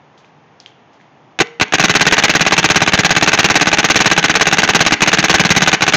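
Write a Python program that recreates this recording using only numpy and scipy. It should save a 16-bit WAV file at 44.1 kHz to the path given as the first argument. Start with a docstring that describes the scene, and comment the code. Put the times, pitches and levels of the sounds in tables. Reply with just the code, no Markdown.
"""First come a few small clicks as a paintball marker (a gas-powered gun) is handled beside the microphone.
Then it fires two shots and a long, fast string down a netted outdoor lane. In each shot the bolt (a
sliding metal part) clacks forward, the valve pops, gas rushes from the barrel, the bolt returns and
the ball smacks a distant target. The lane adds a short echo over faint outdoor noise.
The shots overload the microphone, which picks up little high treble."""
import sys
import numpy as np
from scipy import signal
from scipy.fft import rfft, irfft, next_fast_len
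from scipy.io import wavfile

SR = 44100
rng = np.random.default_rng(int(sys.argv[2]) if len(sys.argv) > 2 else 0)


def to_wav(s):
    """Save 16-bit WAV."""
    ch = np.atleast_2d(s).T  # columns
    pcm = np.round(np.clip(ch, -1, 1) * 32767)  # PCM
    wavfile.write(sys.argv[1], SR, pcm.astype(np.int16))


N = 263026

# evenly paced runs of trigger pulls, each broken by a hurried or late pull:
# (first shot [s], shots [count], time between shots [s], kick level [dB])
TRIGGER_RUNS = [(1.401, 2, 0.2092, -2.8), (1.7355, 2, 0.0594, -1.2), (1.8383, 14, 0.0569, 0.6),
                (2.6417, 6, 0.0582, 0.9), (2.9873, 5, 0.059, 0.7), (3.2747, 7, 0.0559, 1.8),
                (3.6692, 6, 0.0575, -2.5), (4.0031, 2, 0.0537, -1.2), (4.1132, 3, 0.0633, -3.8),
                (4.295, 6, 0.0575, -1.5), (4.6319, 6, 0.0576, -1.7), (5.018, 6, 0.0555, 0.2),
                (5.341, 4, 0.054, 4.5), (5.5639, 4, 0.0548, 1.4), (5.8209, 3, 0.0573, 0.6)]
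# the bolt's metal contacts in one shot: (time from the valve opening [s], level [dB])
BOLT_CONTACTS = [(-.012, -.5), (-.0097, -2.5), (-.0056, -11.5), (.0188, -7), (.0284, -11.5)]
# notes of the struck marker body: (pitch [Hz], level [dB], fade time [s])
# a fade time, called t60 below, is how long a sound takes to drop by 60 dB
BODY_NOTES = [(175, -20, .022), (300, -16, .016), (520, -19, .012), (730, -12, .011), (1150, -15, .009),
              (1600, -8, .009), (2130, -11, .008), (2500, -7, .008), (2850, -7, .008), (3480, -8, .008),
              (3900, -13, .008), (6400, -19, .007)]
# notes of the air in the barrel and its mouth, the muzzle: (pitch [Hz], level [dB], fade time [s])
BARREL_NOTES = [(211.6, -21.5, 0.12), (304, -13, 0.068), (421.5, -21.5, 0.17), (592, -7.5, 0.022),
                (762, -5.5, 0.029), (873, -15.5, 0.03), (1040, -9, 0.017), (1160, -5.5, 0.026),
                (1485.5, -5, 0.038), (1610, -6, 0.031), (1848, -12.5, 0.069), (2017, -11.5, 0.071),
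                (2160, -9.5, 0.036), (2387, -5, 0.033), (2623, -10, 0.068), (3976, -10, 0.052)]
# tone colour of the gas jet: (frequency [Hz], level [dB])
JET_COLOUR = [(25, -36), (70, -12), (150, 2), (300, 0.5), (600, -2.5), (1200, -1.5), (1600, 2), (2600, 4),
              (3400, 0.5), (5000, -5), (6300, -1.5), (7200, -9.5)]
# whistles of the jet in the barrel's side holes: (pitch [Hz], width [Hz], level against the jet [dB])
PORT_WHISTLES = [(825, 110, 0.5), (1577, 110, -8.5), (2970, 220, -13.5), (3830, 130, -4), (4490, 150, -6),
                 (4220, 180, -1), (4740, 130, -16)]
# handling clicks: (time [s], snap level [dB], pitch [Hz], rustle level [dB])
HANDLING_CLICKS = [(0.177, -39, 3260, -49.5), (0.2457, -32, 2500, -58), (0.6016, -17.5, 4850, -47),
                   (0.661, -14, 3170, -49), (.9315, -43, 2600, -55), (1.001, -38, 1800, -63),
                   (1.012, -33, 2020, -66)]
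# how strongly the lane answers as the marker comes up to aim: (time [s], level [dB])
AIM_LEVELS = [(1.42, -11.5), (1.63, -7), (1.85, -4), (5.9, -3.5)]
# tone colour of the lane's echo: (frequency [Hz], level [dB])
ECHO_COLOUR = [(40, -16), (160, 15), (450, 8), (1000, 9.5), (2200, 10.5), (4000, 2.5), (7000, -2)]
# how long that echo lasts: (frequency [Hz], fade time [s])
ECHO_FADES = [(100, .3), (500, .45), (2200, .47), (7000, .44)]
# tone colour of distant outdoor noise: (frequency [Hz], level [dB])
OUTDOOR_COLOUR = [(18, -81), (30, -45), (150, -5), (169, -11.5), (252, -10.5), (276, -11), (570, -14),
                  (829, -10.5), (1420, -20), (1710, -20), (3530, -25), (3790, -29), (6790, -39),
                  (8000, -70), (10400, -100), (17600, -120)]

UNEVEN_DB = 1.5  # typical random change in level from shot to shot
BALL_EXIT_S = .0068  # from the valve opening until the ball leaves the muzzle


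def trigger():
    """A slightly unsteady finger pulls the trigger; gives the time and kick level of every shot."""
    times, kick_db = np.transpose([(start + k * interval, db)
                                   for start, count, interval, db in TRIGGER_RUNS
                                   for k in range(int(count))])
    late, hard = rng.standard_normal((len(times), 2)).T
    return times + .0005 * late, kick_db + 1.6 * hard


def bolt(shots, level_db, rattle_db):
    """The bolt strikes the body several times a shot; the body rings and loose parts rattle."""
    delay, contact_db = np.transpose(BOLT_CONTACTS)
    jitter_s = .00005 * rng.standard_normal((len(shots), len(delay)))
    times = (shots[:, None] + delay + jitter_s).ravel()
    force_db = np.tile(contact_db, len(shots)) + level_db
    out = from_db(rattle_db) * burst(clicks(times, force_db), hz=2600, width_hz=1800, t60=.022)
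    for k, (hz, db, t60) in enumerate(BODY_NOTES):
        strikes = clicks(times, force_db + db + UNEVEN_DB * rng.standard_normal(len(times)))
        out += (-1) ** k * ring(strikes, hz, t60)  # every other note swings the opposite way
    return out


def valve_pop(shots, detune):
    """A jump in pressure rings the air in the barrel; gas temperature shifts the pitches each shot."""
    hz, db, t60 = np.transpose(BARREL_NOTES)[:, :, None]
    t = np.arange(SR // 10) / SR
    signs = (-1) ** np.arange(len(hz))[:, None]
    decay = signs * np.exp(-np.log(1000) * t / t60)
    out = np.zeros(N + len(t))
    for time in shots:
        sharp, loud = rng.standard_normal((2, len(hz), 1))
        start = round(time * SR)
        notes = from_db(db + UNEVEN_DB * loud) * decay * np.sin(2 * np.pi * hz * (1 + detune * sharp) * t)
        out[start:start + len(t)] += notes.sum(axis=0)
    return out[:N]


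def recoil(shots, kick_db):
    """The kick thumps the frame and puffs air; the first shot adds a hollow boom and a faint ring."""
    thump = swell(shots, kick_db - 15, hz=174, peak_s=.0091, width_s=.0057)
    puff = burst(clicks(shots + .004, kick_db - 22.5), hz=100, width_hz=60, t60=.07)
    boom = swell(shots[:1], db=-3, hz=374, peak_s=.012, width_s=.0025)
    metal_ring = ring(clicks(shots[:1], db=-35), hz=468, t60=1.1)
    return thump + puff + boom + metal_ring


def gas_flow(rise_s=.00066, open_s=.021, sag_db_per_s=90, close_db_per_s=2900):
    """Gas starts fast, surges as the ball leaves, sags while the valve is open, then dies away."""
    t = np.arange(SR // 25) / SR
    fall_db = sag_db_per_s * t + close_db_per_s * np.maximum(t - open_s, 0)
    surge = from_db(-3) * bell_curve(t, BALL_EXIT_S, width_s=.00067)
    return np.minimum(t / rise_s, 1) * from_db(-fall_db) + surge


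def gas_jet(shots, level_db):
    """Swirling gas hisses out behind the ball and whistles in the barrel's side holes."""
    openings = clicks(shots, level_db + UNEVEN_DB * rng.standard_normal(len(shots)))
    jet = noise(JET_COLOUR) * signal.oaconvolve(openings, gas_flow())[:N]
    return jet + sum(from_db(db) * resonance(jet, hz, width) for hz, width, db in PORT_WHISTLES)


def muzzle_crack(shots, level_db):
    """A bright spit of noise comes as the ball clears the muzzle."""
    exits = clicks(shots + BALL_EXIT_S, level_db + UNEVEN_DB * rng.standard_normal(len(shots)))
    return burst(exits, hz=4370, width_hz=4100, t60=.0051)


def ball_hits(shots, delay_s, level_db, hz):
    """Each ball bursts far off, dulled by distance; the delay is its flight plus the sound's way back."""
    late, hard = rng.standard_normal((len(shots), 2)).T
    hits = clicks(shots + delay_s + .0007 * late, level_db + 2.5 * hard)
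    smacks = burst(hits, hz, width_hz=1700, t60=.006)
    return resonance(smacks, hz, width_hz=2400)


def handling(ring_cycles=11):
    """The marker is raised: each click leaves a soft rustle of loose parts and a thin metallic ring."""
    out = np.zeros(N)
    for time, db, hz, _ in HANDLING_CLICKS:
        snap = ring(clicks(np.array([time]), db), hz, t60=ring_cycles / hz)
        out += resonance(snap, hz, width_hz=hz)
    times, _, _, rustle_db = np.transpose(HANDLING_CLICKS)
    out += burst(clicks(times, rustle_db), hz=3730, width_hz=1500, t60=.23)
    return out + from_db(2) * resonance(out, hz=3180, width_hz=25)


def lane_echo(sound, level_db, build_s):
    """Ground, nets and targets scatter the sound into a short echo; the bass fades first."""
    t = np.arange(SR) / SR
    hz = np.fft.rfftfreq(SR, 1 / SR)
    spectrum = rfft(rng.standard_normal(SR)) * from_db(at_hz(ECHO_COLOUR, hz))
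    edges_hz = np.geomspace(30, 12000, 10)
    tail = np.zeros(SR)
    for low, high in zip(edges_hz, edges_hz[1:]):
        band = irfft(spectrum * (hz >= low) * (hz < high), SR)
        t60 = at_hz(ECHO_FADES, np.sqrt(low * high))
        tail += band * from_db(-60 * t / t60)
    tail *= 1 - np.exp(-t / build_s)
    tail /= np.sqrt(np.sum(tail ** 2))
    return from_db(level_db) * signal.fftconvolve(sound, tail)[:N]


def outdoors(level_db):
    """A faint, steady rush comes from far away."""
    return from_db(level_db) * noise(OUTDOOR_COLOUR)


def from_db(db):
    """Turn decibels into a number to multiply a sound by."""
    return 10 ** (np.asarray(db) / 20)


def at_hz(table, hz):
    """Read between the rows of a frequency table, giving every octave equal room."""
    known_hz, values = np.transpose(table)
    return np.interp(np.log(np.maximum(hz, 1)), np.log(known_hz), values)


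def noise(colour):
    """Steady noise with the given tone colour and a typical size of 1."""
    size = next_fast_len(N, True)
    gain = from_db(at_hz(colour, np.fft.rfftfreq(size, 1 / SR)))
    shaped = irfft(rfft(rng.standard_normal(size)) * gain, size)[:N]
    return shaped / shaped.std()


def clicks(times, db):
    """A one-sample spike at each time."""
    out = np.zeros(N)
    at = np.round(times * SR).astype(int)
    inside = (at >= 0) & (at < N)
    heights = from_db(db) * np.ones(len(at))
    np.add.at(out, at[inside], heights[inside])
    return out


def ring(hits, hz, t60):
    """Each hit starts a pure tone that fades away."""
    decay = np.exp(-np.log(1000) / (t60 * SR))
    angle = 2 * np.pi * hz / SR
    return signal.lfilter([0, np.sin(angle)], [1, -2 * decay * np.cos(angle), decay ** 2], hits + 1e-18)


def resonance(sound, hz, width_hz):
    """Let through the band around one pitch and weaken the rest."""
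    decay = np.exp(-np.pi * width_hz / SR)
    feedback = [1, -2 * decay * np.cos(2 * np.pi * hz / SR), decay ** 2]
    return signal.lfilter(np.array([1, 0, -1]) * (1 - decay ** 2) / 2, feedback, sound + 1e-18)


def burst(hits, hz, width_hz, t60):
    """Each hit releases a fading puff of noise around one pitch."""
    hiss = resonance(rng.standard_normal(N), hz, width_hz)
    decay = np.exp(-np.log(1000) / (t60 * SR))
    loudness = signal.lfilter([1], [1, -decay], hits + 1e-18)
    return loudness * hiss / hiss.std()


def bell_curve(t, peak_s, width_s):
    """A smooth hump of height 1."""
    return np.exp(-.5 * ((t - peak_s) / width_s) ** 2)


def swell(times, db, hz, peak_s, width_s):
    """A pressure wave a few swings long grows and fades after each time."""
    t = np.arange(SR // 20) / SR
    wave = bell_curve(t, peak_s, width_s) * np.sin(2 * np.pi * hz * t)
    return signal.oaconvolve(clicks(times, db), wave)[:N]


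def scene():
    """Mix the marker close by, the targets far off, the lane's echo and the open air."""
    shots, kick_db = trigger()
    mechanism = bolt(shots, level_db=2, rattle_db=-24)
    mechanism += valve_pop(shots, detune=.0066) + recoil(shots, kick_db)
    blast = gas_jet(shots, level_db=-7.5) + muzzle_crack(shots, level_db=1)
    targets = ball_hits(shots, delay_s=.0715, level_db=-20.5, hz=2740)  # an obstacle
    targets += ball_hits(shots, delay_s=.102, level_db=-32, hz=1900)  # the backstop at the far end
    ticks = handling()
    # the muzzle points down the lane, so the echo is mostly made of its blast
    aim = from_db(np.interp(np.arange(N) / SR, *np.transpose(AIM_LEVELS)))
    into_lane = aim * (blast + from_db(-11) * mechanism) + from_db(2) * (targets + ticks)
    echo = lane_echo(into_lane, level_db=-16.5, build_s=.016)
    return (mechanism + blast + targets + ticks + echo + outdoors(level_db=-49.5))[None]


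def record(dry):
    """The microphone loses deep bass and most high treble, and every shot overloads it."""
    ceiling, hardness = .7, 4.8  # where the peaks are flattened, and how sharply
    narrow = signal.sosfilt(signal.cheby1(6, .5, 6670, fs=SR, output="sos"), dry) + from_db(-11.5) * dry
    narrow = signal.sosfilt(signal.butter(2, 45, "high", fs=SR, output="sos"), narrow)
    clipped = narrow / (1 + np.abs(narrow / ceiling) ** hardness) ** (1 / hardness)
    below_treble = signal.sosfiltfilt(signal.butter(8, 7700, fs=SR, output="sos"), clipped)
    faint_treble = from_db(-18) * (clipped - below_treble)
    dulled = np.clip(below_treble + faint_treble, -ceiling, ceiling)
    return signal.sosfilt(signal.ellip(8, .2, 70, 16000, fs=SR, output="sos"), dulled)


dry = scene()
out = record(dry)
to_wav(out)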